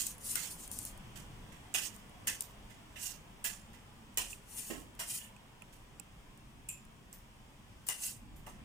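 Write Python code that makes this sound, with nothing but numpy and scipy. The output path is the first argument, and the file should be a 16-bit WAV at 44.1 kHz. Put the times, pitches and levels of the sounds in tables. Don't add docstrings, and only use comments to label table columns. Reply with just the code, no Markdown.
import sys
import numpy as np
from scipy import signal
from scipy.fft import rfft, irfft, next_fast_len
from scipy.io import wavfile
from scipy.ndimage import uniform_filter1d, map_coordinates

SR = 44100
rng = np.random.default_rng(int(sys.argv[2]) if len(sys.argv) > 2 else 0)


def persist_wave(psi):
    counts = np.round(np.clip(psi, -1, 1) * 32767).astype(np.int16)
    wavfile.write(sys.argv[1], SR, np.atleast_2d(counts).T)


def field_ratio(decibels):
    return 10 ** (np.asarray(decibels, dtype=float) / 20)


N = 381024

# t/s, rumble level/dB, murmur level/dB, hiss level/dB
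AIR_LEVELS = [(0.0, -58, -59, -71), (0.65, -55.5, -58, -68), (0.98, -53, -57.5, -66.5),
              (3.5, -58, -60.5, -69), (7.1, -58, -63, -71.5), (7.95, -60, -62.5, -70),
              (8.35, -54.5, -63.5, -72), (8.64, -54.5, -60.5, -71)]
# f/Hz, level/dB
RUMBLE_COLOUR = [(8.8, -20), (15, -2), (38, 3), (59, -1), (75, -6), (107, -1), (179, -6), (209, -3),
                 (350, -21), (460, -49), (770, -120)]
MURMUR_COLOUR = [(180, -31), (300, -2), (327, -7.5), (361, -6.5), (562, -8.5), (620, -8.5), (988, -5.5),
                 (1410, -12.5), (3290, -12.5), (4000, -24.5), (5200, -30), (8800, -120)]
HISS_COLOUR = [(2060, -72), (3500, 6), (3960, 0.5), (5230, 6), (6570, 4), (8570, 4.5), (11300, -4),
               (15000, -3), (16500, -12)]
# f/Hz, likeness/1
AIR_LIKENESS = [(60, 0.85), (120, 0.91), (240, 0.83), (480, 0.42), (950, 0.092), (1890, 0.1), (3770, -0.33),
                (7520, 0.66), (15000, 0.93)]
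# f/Hz, likeness/1
CAGE_LIKENESS = [(60, 0.97), (130, 0.17), (290, 0.042), (640, 0.83), (1410, -0.074), (3100, -0.021),
                 (6820, 0.49), (15000, 1)]
# f/Hz, left-right level/dB
PORT_LEAN = [(600, -6.5), (2000, -0.5), (4000, -5), (8500, 3), (13000, 1)]

# t/s, level/dB, tray against frame level/dB, left-right level/dB, t60/s
THUMPS = [(1.745, -49.5, -22, 1, 0.18), (2.27, -64, -3.5, 4, 0.43), (3.443, -51.5, -17, -6, 0.088),
          (4.173, -46, -4.5, 5, 0.27), (4.698, -50, 8, -6.5, 0.47), (4.992, -49, -33, 5, 0.31),
          (5.621, -54, -10, -8, 0.054), (5.997, -56, -11, -8, 0.041), (7.886, -45.5, -24, 5, 0.17),
          (8.468, -48.5, -5.5, 4, 0.22)]
# f/Hz, level/dB
FRAME_COLOUR = [(350, -18), (500, -8), (800, -2), (1300, -3.5), (1800, -54)]
TRAY_COLOUR = [(70, -15), (120, -10.5), (270, 1), (450, -4), (680, -10), (900, -32)]

# t/s, level/dB, extra upper mode level/dB, left-right level/dB, damping/1 (1 = free)
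PINGS = [(4.257, -50, -20, -7, 8.8), (4.33, -41, -22, -19, 13), (5.364, -54, -20, -9, 12),
         (5.621, -43.5, -16, -20, 20), (5.999, -47, -20, -14, 19), (6.687, -47.5, 4, -2, 0.96)]
# f/Hz, level/dB, free t60/s, blur/Hz
TOY_MODES = [(2575, -1.5, 0.32, 210), (5900, -29, 0.087, 200), (7280, -0.5, .28, 330),
             (8280, 1.5, 0.16, 550), (9900, -4, 0.2, 470), (11800, -15, .25, 200), (12500, -11, 0.23, 300)]

# loudest t/s, level/dB, hold/s, panel against wires level/dB, left-right level/dB
SLIDES = [(0.01, -37.5, 0.018, -14, -8), (0.074, -40, 0.0041, -24, -3), (0.272, -40, 0.0061, -21, 0.5),
          (0.315, -36.5, 0.0064, -19.5, 1), (0.429, -43.5, 0.051, -10.5, -8), (0.517, -45, .005, -29, -1),
          (0.627, -51, 0.037, -30, -1), (0.777, -48.5, 0.079, -32, 2.5), (0.857, -49.5, 0.032, -27, -1),
          (1.843, -42, 0.012, -11, -11), (3.052, -40, 0.028, -12.5, -8), (3.119, -58, 0.038, -17, -14),
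          (4.31, -48, .01, -16, -2.5), (4.532, -52, 0.027, -15.5, 2), (4.587, -42, 0.014, -14, 2.5),
          (4.651, -47.5, 0.078, -12.5, -0.5), (4.797, -61.5, 0.043, -9, -2),
          (5.132, -41, 0.06, -13.5, -0.5), (5.225, -55.5, 0.04, -2.5, -3), (8.055, -38.5, 0.036, -14, -2.5),
          (8.105, -50, 0.025, -16, -7)]
# f/Hz, level/dB
SWISH_COLOUR = [(2240, -26), (3800, -5), (4350, -4.5), (5580, -3), (7040, -2.5), (7760, -3.5), (8790, -1),
                (11500, -7), (15000, -42), (22000, -120)]
# f/Hz, level/dB
LOW_PANEL_COLOUR = [(900, -26), (1300, -9.5), (1750, 2.5), (2100, 2), (2500, -51)]
PANEL_COLOUR = [(2000, -20), (2400, -1.5), (2800, 3.5), (3250, -2), (3700, -11.5), (4400, -22), (5500, -52)]
BARS_COLOUR = [(2240, -12), (3800, -6), (4370, -5), (5530, 0), (7170, 3.5), (8200, 2), (8910, 3.5),
               (10800, -4.5), (11500, -13), (15000, -34), (22000, -120)]
TOP_COLOUR = [(6180, -11.5), (10500, 12), (15100, 19), (16100, -35), (16300, -44), (16500, -55)]

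# t/s, shimmer level/dB, low panel and panel against shimmer level/dB, left-right level/dB
JOLTS = [(0.3526, -38.5, -5.5, -7.5, -7.5), (0.714, -52, -20, -28, 1), (1.156, -50, -7, -5, -9),
         (1.5177, -64, 1.5, -2, -13), (1.7428, -32, -10, -1, -6), (1.94, -61, -20, -17, -14),
         (2.2692, -33, -6.5, -4, -3), (2.4073, -50.5, -35, -27, -8), (2.6968, -63, 1, -3, -10),
         (2.956, -56.5, 2.5, 5, -7), (3.4425, -34, -8.5, -7.5, -8.5), (3.729, -65.5, -0.5, -2, -16),
         (4.1721, -32.5, -12, -2, -4.5), (4.6996, -45.5, -3, -0.5, -5.5), (4.9903, -38.5, -6.5, -4, -2.5),
         (5.723, -61.5, -23, -7, -9), (6.6876, -54.5, -33, -2, -2), (7.13, -59, -5.5, -31, 1),
         (7.865, -46, -21, -22, 1), (7.885, -36, -8.5, -2.5, 4), (8.3574, -65, -6, -28, -4),
         (8.4628, -54, 0, -3, -4.5)]
# t/s, peak level of the left-right mean before panning/dB, centre f/Hz,
# left-right level/dB
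TICKS = [(0.0667, -25, 8170, 7), (0.181, -43, 9700, 1), (0.3551, -23, 9400, 16.5), (0.6766, -37, 9400, 1),
         (0.7148, -31.5, 9650, 4), (0.7881, -25, 9200, 2), (0.851, -29, 10000, -1), (0.976, -45, 9100, 0),
         (1.74, -28, 7560, -12), (1.7542, -29, 6750, -14), (1.963, -44.5, 9170, 10), (2.095, -52, 9500, 0),
         (2.2722, -23, 9300, 0), (2.2799, -21.5, 7070, -4), (2.407, -27.5, 8950, 9),
         (2.421, -33, 7390, -1.5), (3.442, -28, 8790, -1), (3.453, -38, 4900, -4), (4.143, -53, 9300, -7),
         (4.173, -21, 7040, -6.5), (4.183, -22, 7400, 1), (4.585, -44, 8800, 3), (4.951, -52, 9500, 3),
         (5.0, -38, 7400, -20), (5.364, -53, 8000, -5), (5.621, -51.5, 10600, -12),
         (5.9976, -38, 7700, -19.5), (6.375, -53, 8100, -3), (6.851, -52.5, 9000, -4),
         (6.6892, -34, 8000, 0), (7.1281, -40.5, 7800, -6), (7.887, -23.5, 9000, 8), (7.898, -28, 7000, -8)]

SWELL_DB_PER_S, FADE_DB_PER_S, PANEL_FADE_DB_PER_S = 319, 271, 202
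LOW_PANEL_DB, TOP_DB = -7, -8
BRIGHT_HZ, BRIGHT_HZ_PER_DB = 8800, 179
JOLT_TOP_DB, TOP_LOSS = -7, 0.33


def unit(x):
    return x / np.sqrt(np.mean(x ** 2) + 1e-20)


def along(points, hz):
    f, v = np.transpose(points)
    return np.interp(np.log(hz + 1), np.log(f + 1), v)


def curves(rows):
    s, *columns = np.transpose(rows)
    return [np.interp(np.arange(N) / SR, s, column) for column in columns]


def wobble(rate):
    knots = rng.standard_normal(int(N * rate / SR) + 4)
    return map_coordinates(knots, [np.arange(N) * rate / SR])


def sides(pan_db):
    return field_ratio(np.array([pan_db / 2, -pan_db / 2]))


def tuned(colour, hz, boost_db, octaves):
    grid = np.geomspace(200, 20000, 240)
    hump = boost_db * np.exp(-(np.log2(grid / hz) / octaves) ** 2)
    return np.transpose([grid, along(colour, grid) + hump])


def rush(colour, likeness, size=N, lean=((100, 0),), streak_db=0, streak_hz=60):
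    padded = next_fast_len(size)
    hz = np.fft.rfftfreq(padded, 1 / SR)
    angle = np.arccos(np.clip(along(likeness, hz), -1, 1)) / 2
    streaks = map_coordinates(rng.standard_normal(2000), [hz / streak_hz])
    gain = field_ratio(along(colour, hz) + streak_db * streaks)
    mid, side = rfft(rng.standard_normal((2, padded))) * gain * [np.cos(angle), np.sin(angle)]
    left_right = np.array([mid + side, mid - side]) * sides(along(lean, hz))
    return unit(irfft(left_right, padded)[:, :size])


def patchy(x, size, wide, long, depth_db):
    z = signal.stft(x, nperseg=size)[2]
    field = uniform_filter1d(rng.standard_normal(z.shape[1:]), wide, axis=0)
    field = uniform_filter1d(field, long, axis=1)
    return signal.istft(z * field_ratio(depth_db * unit(field)), nperseg=size)[1][:, :N]


def add(track, s, sound):
    part = track[..., max(round(s * SR), 0):][..., :sound.shape[-1]]
    part += sound[..., :part.shape[-1]]


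def air():
    rumble_db, murmur_db, hiss_db = curves(AIR_LEVELS)
    rumble = field_ratio(rumble_db + 1.2 * wobble(5)) * rush(RUMBLE_COLOUR, AIR_LIKENESS)
    murmur = field_ratio(murmur_db) * rush(MURMUR_COLOUR, AIR_LIKENESS)
    hiss = field_ratio(hiss_db) * rush(HISS_COLOUR, AIR_LIKENESS)
    return patchy(rumble + murmur + hiss, size=4096, wide=3, long=3, depth_db=2.0)


def thumps():
    t, out = np.arange(SR // 2) / SR, np.zeros((2, N))
    onset = 1 - np.exp(-t / 0.0021)
    for s, db, tray_db, pan_db, t60 in THUMPS:
        fade = field_ratio(db - 60 * t / t60) * onset * sides(pan_db)[:, None]
        frame = rush(FRAME_COLOUR, CAGE_LIKENESS, size=len(t), streak_db=4.5)
        tray = rush(TRAY_COLOUR, CAGE_LIKENESS, size=len(t), streak_db=2.0)
        add(out, s, fade * (frame + field_ratio(tray_db) * tray))
    return out


def toy():
    t, out = np.arange(SR // 2) / SR, np.zeros((2, N))
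    onset = 1 - np.exp(-t / 0.00026)
    for s, db, upper_db, pan_db, damping in PINGS:
        for k, (hz, mode_db, t60, blur_hz) in enumerate(TOY_MODES):
            peak = [(hz - 5 * blur_hz, -60), (hz - blur_hz, -14), (hz, 0),
                    (hz + blur_hz, -14), (hz + 5 * blur_hz, -60)]
            cluster = rush(peak, CAGE_LIKENESS, size=len(t))
            level_db = db + mode_db + upper_db * (k > 0)
            fade = field_ratio(level_db - 60 * damping * t / t60) * onset
            add(out, s, sides(pan_db)[:, None] * fade * cluster)
    return out


def slides():
    out, t = np.zeros((2, N)), np.arange(-SR // 4, SR // 3) / SR
    for s, db, hold_s, panel_db, pan_db in SLIDES:
        early, late = np.maximum(-t - hold_s / 2, 0), np.maximum(t - hold_s / 2, 0)
        swell_db = db - SWELL_DB_PER_S * early
        wires_db = swell_db - FADE_DB_PER_S * late
        body_db = swell_db + panel_db - PANEL_FADE_DB_PER_S * late
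        swish = tuned(SWISH_COLOUR, BRIGHT_HZ + BRIGHT_HZ_PER_DB * pan_db, boost_db=10.5, octaves=0.67)
        before = max(-round((s + t[0]) * SR), 0)
        layers = [(swish, wires_db, 2.6), (LOW_PANEL_COLOUR, body_db + LOW_PANEL_DB, 4),
                  (PANEL_COLOUR, body_db, 4), (TOP_COLOUR, wires_db + TOP_DB, 2.5)]
        for colour, level_db, streak_db in layers:
            stream = rush(colour, CAGE_LIKENESS, size=len(t), lean=PORT_LEAN, streak_db=streak_db, streak_hz=90)
            stroke = field_ratio(level_db) * sides(pan_db)[:, None] * stream
            add(out, s + t[0], stroke[:, before:])
    grit = field_ratio(0.67 * wobble(350) + 1.27 * wobble(60))
    return patchy(out * grit, size=256, wide=6, long=7, depth_db=1.5)


def jolts():
    t, out = np.arange(SR // 2) / SR, np.zeros((2, N))
    swell = 1 - np.exp(-t / 0.0033)
    for s, db, low_db, panel_db, pan_db in JOLTS:
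        top_db = JOLT_TOP_DB - TOP_LOSS * panel_db
        parts = [(LOW_PANEL_COLOUR, low_db, 0.3), (PANEL_COLOUR, panel_db, 0.28),
                 (BARS_COLOUR, 0, 0.32), (TOP_COLOUR, top_db, 0.24)]
        for colour, level_db, t60 in parts:
            shimmer = rush(colour, CAGE_LIKENESS, size=len(t), lean=PORT_LEAN, streak_db=3.6, streak_hz=70)
            fade = field_ratio(db + level_db - 60 * t / t60) * swell
            add(out, s, fade * sides(pan_db)[:, None] * shimmer)
    return out * field_ratio(1.34 * wobble(160))


def ticks():
    t, out = np.arange(SR // 20) / SR, np.zeros((2, N))
    fade = field_ratio(-60 * t / 0.014) * (1 - np.exp(-t / 0.00029))
    broad = [(900, -40), (2500, -15.5), (4200, -12), (7000, -2), (15500, -2.5), (16500, -46)]  # f/Hz, level/dB
    for s, db, hz, pan_db in TICKS:
        colour = tuned(broad, hz, boost_db=13.5, octaves=0.12)
        crack = rush(colour, [(1000, 0.28)], size=len(t)) * fade
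        crack = crack / np.abs(crack.mean(axis=0)).max()
        add(out, s, field_ratio(db) * sides(pan_db)[:, None] * crack)
    return out


def scene():
    return air() + thumps() + toy() + slides() + jolts() + ticks()


def low_pass(x):
    return signal.sosfilt(signal.butter(12, 16660, fs=SR, output="sos"), x)


def record(dry):
    return low_pass(dry)


dry = scene()
out = record(dry)
persist_wave(out)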